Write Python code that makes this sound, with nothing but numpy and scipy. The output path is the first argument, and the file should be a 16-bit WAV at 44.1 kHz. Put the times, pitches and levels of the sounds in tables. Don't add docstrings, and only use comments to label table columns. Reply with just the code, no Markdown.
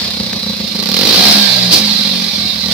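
import sys
import numpy as np
from scipy import signal
from scipy.fft import rfft, irfft, next_fast_len
from scipy.io import wavfile
from scipy.ndimage import uniform_filter1d, map_coordinates

SR = 44100
rng = np.random.default_rng(int(sys.argv[2]) if len(sys.argv) > 2 else 0)


def decibels_to_gain(level_db):
    exponent = np.asarray(level_db, float) / 20
    return 10 ** exponent


def to_wav(s):
    ch = np.atleast_2d(s).T
    pcm = np.round(np.clip(ch, -1, 1) * 32767)
    wavfile.write(sys.argv[1], SR, pcm.astype(np.int16))


N = 120393

# t/s, rattle level/dB, left over right/dB
RATTLE_RIDE = [(0.0, -17, 0.5), (0.04, -17.5, -2.5), (0.55, -21.5, -5), (0.82, -21.5, -6), (0.96, -18, -7),
               (1.16, -9, -4), (1.31, -10, -3.5), (1.49, -8.5, -7), (1.7, -12.5, -4), (1.73, -9, -5),
               (1.82, -13, -5.5), (2.12, -14, -5.5), (2.69, -18, -6), (2.73, -11.5, -6)]
# t/s, throttle/0-1, pipe thump level/dB, low thud level/dB
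BURN = [(0, 0.13, -28, -36), (.72, 0.14, -21.5, -37), (.8, 0.27, -25.5, -45), (.9, 0.29, -21, -43),
        (1.02, 0.65, -22.5, -37.5), (1.1, 0.79, -31, -37), (1.32, 1, -45, -76), (1.42, 0.36, -31, -74),
        (1.5, 0, -56, -79), (1.7, 0.1, -43, -67), (1.74, 0, -22, -37), (2.25, 0.12, -21.5, -47.5),
        (2.33, 0, -25.5, -37), (2.6, 0.03, -28.5, -38.5), (2.7, 0.13, -22, -38)]


def unit(x):
    return x / np.sqrt(np.mean(x ** 2) + 1e-20)


def along(points, hz):
    f, v = np.transpose(points)
    return np.interp(np.log(hz + 1), np.log(f + 1), v)


def curves(rows):
    s, *cols = np.transpose(rows)
    return [np.interp(np.arange(N) / SR, s, c) for c in cols]


def wobble(rate):
    return map_coordinates(rng.standard_normal(800), [np.arange(N) * rate / SR])


def filtered(x, response):
    m = next_fast_len(N + SR // 2)
    return irfft(rfft(x, m) * response(np.fft.rfftfreq(m, 1 / SR)), m)[..., :N]


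def ringing(x, peaks):
    def response(f):
        total = 0
        for k, (centre, width, db) in enumerate(peaks):
            damping = 1j * f * abs(width)
            total = total + (-1) ** k * decibels_to_gain(db) * damping / (centre * centre - f * f + damping)
        return total
    return filtered(x, response)


def rung_twice(x, peaks):
    return unit(ringing(ringing(x, peaks), peaks))


def rush(spectrum, envelope):
    # f/Hz, left-right correlation/0-1
    likeness = [(60, 0.85), (180, 1), (550, 0.4), (1650, 0.3), (4000, 0.33), (7000, .15), (15000, 0.15)]

    def colour(hz):
        angle = np.arccos(np.clip(along(likeness, hz), -1, 1)) / 2
        return decibels_to_gain(along(spectrum, hz)) * [np.cos(angle), np.sin(angle)]

    pair = rng.standard_normal((2, N))
    scale = np.sqrt(N) / np.linalg.norm(filtered(pair, colour))
    mid, side = filtered(pair * envelope, colour) * scale
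    return np.array([mid + side, mid - side])


def firings():
    # t/s, firing rate/Hz
    firing_rate = [(0, 33.76), (.2, 31.57), (.5, 29.08), (.66, 27.14), (.77, 25.4), (.85, 30.74),
                   (.93, 38.74), (1.0, 46.49), (1.1, 55.21), (1.2, 64.4), (1.31, 70.8), (1.4, 68.4),
                   (1.53, 64.4), (1.69, 59.6), (1.75, 58.7), (1.8, 52.49), (1.95, 51.51), (2.15, 46.87),
                   (2.35, 42.46), (2.55, 38.49), (2.73, 38.11)]
    # t/s, loss/dB
    misfires = [(.015, -2), (.106, 7), (.199, -5), (.231, 2), (.295, 4), (.394, 23.5), (.53, 5), (.565, 8),
                (.674, 8), (.711, 8.5), (.75, 0.5), (1.022, -6), (1.331, 15), (1.816, 0), (1.931, 30.5),
                (1.97, 24), (2.03, 11.5), (2.197, 3), (2.241, 5.5), (2.286, 6.5), (2.309, 10), (2.356, 5.5),
                (2.38, -3), (2.404, 2), (2.428, -0.5), (2.453, -1.5), (2.478, 6.5), (2.503, 14), (2.606, 6),
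                (2.658, -0.5)]
    first_turn, jitter = .48, .022
    scatter_db, blast_scatter_db = 1.3, 1.5
    misfire_s, silencer_share = .009, .65

    speed, = curves(firing_rate)
    turns = first_turn + np.cumsum(speed) / SR
    chance = np.clip(rng.standard_normal((200, 3)), -1.5, 1.5)
    at = np.interp(np.arange(1, int(turns[-1]) + 1), turns, np.arange(N))
    whole = at.astype(int)
    unsteady = np.clip(1 - 1.6 * curves(BURN)[0][whole], .1, 1)
    at = at + jitter * unsteady * chance[:len(at), 0] * SR / speed[whole]
    at = np.clip(at, 0, N - 2)
    loss_db = sum(db * np.exp(-((at / SR - s) / misfire_s) ** 2) for s, db in misfires)

    def train(db):
        whole, part = at.astype(int), at % 1
        return (np.bincount(whole, decibels_to_gain(db) * (1 - part), N)
                + np.bincount(whole + 1, decibels_to_gain(db) * part, N))

    size_db = scatter_db * chance[:len(at), 1]
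    pulses = train(size_db - loss_db)
    puffs = train(size_db - silencer_share * loss_db)
    spits = train(blast_scatter_db * chance[:len(at), 2])
    return pulses, puffs, spits, speed, turns


def pipe_thump(pulses, puffs, speed):
    # f/Hz, width/Hz, level/dB
    pipe_modes = [(199.3, 31, 18.5), (340, 76, -1), (395, 17, 6), (912, 37, 6.5), (1162, 29, 8)]
    silencer_modes = [(523, 66, 0)]
    thud_modes = [(76.5, 33, -3.5), (128.5, 11, -3)]
    silencer_late_s, thump_leads_s = .003, .0025
    throttle, thump_db, thud_db = curves(BURN)

    drive = pulses / np.sqrt(speed)
    wide = [(hz, 2.6 * width, db) for hz, width, db in pipe_modes]
    thump = unit(ringing(ringing(drive, wide), pipe_modes))
    silencer_db = -11 - 6 * throttle - .22 * (speed - speed.min()) + 1.5 * wobble(11)
    silencer = rung_twice(puffs / np.sqrt(speed), silencer_modes) * decibels_to_gain(silencer_db)
    both = thump + np.roll(silencer, int(silencer_late_s * SR))
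    early = np.roll(both, -int(thump_leads_s * SR))
    return decibels_to_gain(thump_db) * early + decibels_to_gain(thud_db) * rung_twice(drive, thud_modes)


def metallic(x):
    modes_db = 3.5
    z = signal.stft(x, nperseg=2048)[2]
    field = uniform_filter1d(rng.standard_normal(z.shape[1:]), size=2, axis=0)
    field = uniform_filter1d(field, size=4, axis=1)
    lit_db = modes_db * unit(field) - modes_db ** 2 / 5.25
    return signal.istft(z * decibels_to_gain(lit_db), nperseg=2048)[1][:, :N]


def dying(spits, t60):
    t = np.arange(SR // 10) / SR
    burst = decibels_to_gain(-60 * t / t60) * (1 - np.exp(-t / 0.00038))
    return signal.fftconvolve(spits, burst)[:N]


def rattle(spits, turns):
    # f/Hz, density/dB
    spectrum = [(350, -47), (600, -14), (1450, -20), (2250, -12), (3000, -14.5), (4000, 1.5), (4900, -3.5),
                (6700, -23), (15600, -30.5)]
    clack, clack_late_s, clack_t60_s = 1.8, .011, .035
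    clack_at_s, clack_span_s = .85, .12

    loading = np.exp(-((np.arange(N) / SR - clack_at_s) / clack_span_s) ** 2)
    clacks = 1 + clack * loading * np.roll(dying(spits, clack_t60_s), int(clack_late_s * SR))
    beat_db = np.cos(2 * np.pi * (turns - .2))
    uneven_db = 0.23 * wobble(34.56) + 0.37 * wobble(150) + 0.6 * wobble(5.3)
    level_db = curves(RATTLE_RIDE)[0] + 0.2 + beat_db + uneven_db
    return metallic(rush(spectrum, clacks * decibels_to_gain(level_db)))


def blast(spits, speed):
    # f/Hz, density/dB
    spectrum = [(500, -31), (900, -7), (2200, 1.5), (3000, 3.5), (4300, 13.5), (5300, 9.5), (7000, -9),
                (15600, -8)]
    blast_db, blast_t60_s = -7.5, 0.095
    crack, crack_t60_s, crack_at_hz, crack_span_hz = 5.5, .008, 38, 8

    cracking = crack * np.exp(-((speed - crack_at_hz) / crack_span_hz) ** 2)
    gate = dying(spits, blast_t60_s) + cracking * dying(spits, crack_t60_s)
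    return decibels_to_gain(blast_db) * rush(spectrum, curves(BURN)[0] * gate)


def bark(pulses, speed):
    # f/Hz, width/Hz, level/dB
    bark_modes = [(286, 139, 1), (518, 89, 4), (745, 140, 0.1), (1360, 1180, -6.5)]
    howl_modes = [(380, 59, -1), (553, 40, -5), (705, 67, 1.3), (887, 140, 0.5), (1250, 1100, -7)]
    bark_db, rough, howl_from_hz, howl_span_hz = -20.5, .2, 60, 8.6

    def raspy(peaks):
        voice = rung_twice(pulses / np.sqrt(speed), peaks)
        return voice + rough * rung_twice(rng.standard_normal(N), peaks)

    fast = np.clip((speed - howl_from_hz) / howl_span_hz, 0, 1)
    voice = (1 - fast) * raspy(bark_modes) + fast * raspy(howl_modes)
    return decibels_to_gain(bark_db) * curves(BURN)[0] * voice


def roar(speed):
    # f/Hz, density/dB
    spectrum = [(15, -63), (25, -31), (198, -6.5), (377, -10.5), (525, -16), (619, -15), (900, -31),
                (1170, -15), (1980, -120)]
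    throttle, _, thud_db = curves(BURN)
    level_db = -39 + 0.048 * (thud_db - thud_db.max()) + 20 * throttle + 3 * wobble(33.66)
    return rush(spectrum, decibels_to_gain(level_db))


def singing_plates(speed):
    # f/Hz, width/Hz, level/dB
    plate_modes = [(697, 30, -35), (1619, 26, -26.5), (2360, 18, -30.5), (4060, 16, -19), (4450, 48, -48)]
    db_per_hz = 0.83
    plates = 0
    for hz, width, db in plate_modes:
        plates = plates + decibels_to_gain(db) * rung_twice(rng.standard_normal((2, N)), [(hz, width, 0)])
    return plates * decibels_to_gain(db_per_hz * (speed - speed.max()))


def hum(turns):
    # multiple of the firing rate, level/dB
    harmonics = [(1, -37), (2, -14), (3, 0), (4, -14), (5, -24), (6, -27), (7, -19), (8, -17), (9, -18),
                 (10, -19), (11, -22), (12, -17), (13, -28), (14, -24)]
    # t/s, level/dB, second harmonic boost/dB
    ride = [
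        (1.12, -72, -11),
        (1.18, -22, -14),
        (1.31, -18, -18),
        (1.335, -36, 3),
        (1.355, -16.5, -46),
        (1.5, -21.5, 6.7),
        (1.68, -21, 8.5),
        (1.715, -20.5, -3),
        (1.75, -57, 3),
    ]
    waver_db = 1.2
    hum_db, second_db = curves(ride)
    total = 0
    for k, db in harmonics:
        level_db = db + (k == 2) * second_db + waver_db * wobble(12.0)
        total = total + decibels_to_gain(level_db) * np.sqrt(2) * np.sin(2 * np.pi * k * turns + k * k)
    return decibels_to_gain(hum_db) * total


def engine():
    pulses, puffs, spits, speed, turns = firings()
    pipe = pipe_thump(pulses, puffs, speed) + bark(pulses, speed) + hum(turns)
    spread = rattle(spits, turns) + blast(spits, speed) + roar(speed) + singing_plates(speed)
    return pipe, spread


def wall(x):
    # f/Hz, t60/s
    decay = [(100, 0.3), (1000, 0.26), (8000, 0.02)]
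    hz, t, z = signal.stft(rng.standard_normal((2, SR // 3)), SR, nperseg=256)
    tail = signal.istft(z * decibels_to_gain(-60 * t / along(decay, hz)[:, None]), SR, nperseg=256)[1]
    tail = tail / np.linalg.norm(tail[0])
    late = np.pad(x, (200, 0))[None]
    return signal.fftconvolve(late, tail, axes=1)[:, :N]


def tick():
    # f/Hz, width/Hz, level/dB
    strike_modes = [(1900, 1000, 0), (3200, 800, -1), (4500, 700, 2)]
    tick_s, tick_db = .3315, 13
    strike = -decibels_to_gain(tick_db) * (np.arange(N) == int(tick_s * SR))
    return ringing(strike, strike_modes)


def pops():
    # t/s, level/dB, rise/s, t60/s
    events = [
        (0.333, -19, 0.00067, 0.03),
        (1.321, -5.5, 0.0014, 0.077),
        (1.714, -7, 0.0008, 0.11),
        (1.724, -3, 0.0031, 0.33),
        (1.74, -6, 0.0011, 0.026),
        (1.772, -22, 0.0029, 0.13),
        (2.721, -8, 0.0013, 0.02),
    ]
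    # f/Hz, density/dB
    spectrum = [(35, -17), (90, 3), (350, 8.5), (1500, -7.5), (2800, 3), (4900, 15), (7000, -2.5),
                (15600, -8.5)]
    shape = 0
    for start, db, rise, t60 in events:
        age = np.clip(np.arange(N) / SR - start, 0, 1)
        shape = shape + decibels_to_gain(db - 60 * age / t60) * (1 - np.exp(-age / rise))
    return rush(spectrum, shape * decibels_to_gain(2.1 * wobble(190)))


def scene():
    # f/Hz, share of the pan
    pan_share = [(100, 0), (600, .1), (1400, .55), (3000, 1.5), (5000, 1.1), (9000, .5), (13000, 1.7)]
    # t/s, lag/s
    ear_lag = [(0, -60e-6), (.6, -50e-6), (.8, 50e-6), (2.73, 50e-6)]
    wall_db = -16

    pipe, spread = engine()
    near = pipe + decibels_to_gain(wall_db) * wall(pipe) + spread + pops() + tick()
    hz, t, z = signal.stft(near, SR, nperseg=512)
    turn = 1j * np.pi * hz[:, None] * np.interp(t, *np.transpose(ear_lag))
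    s, _, pan_db = np.transpose(RATTLE_RIDE)
    lean_db = along(pan_share, hz)[:, None] * np.interp(t, s, pan_db) / 2
    turned = z * decibels_to_gain([lean_db, -lean_db]) * np.exp([-turn, turn])
    return signal.istft(turned, SR, nperseg=512)[1][:, :N]


def low_pass(x):
    return signal.sosfilt(signal.butter(12, 15680, fs=SR, output="sos"), x)


def record(dry):
    top_hz, clip = 15690, .995
    banded = filtered(dry, lambda hz: hz < top_hz)
    return low_pass(np.clip(banded, -clip, clip))


dry = scene()
out = record(dry)
to_wav(out)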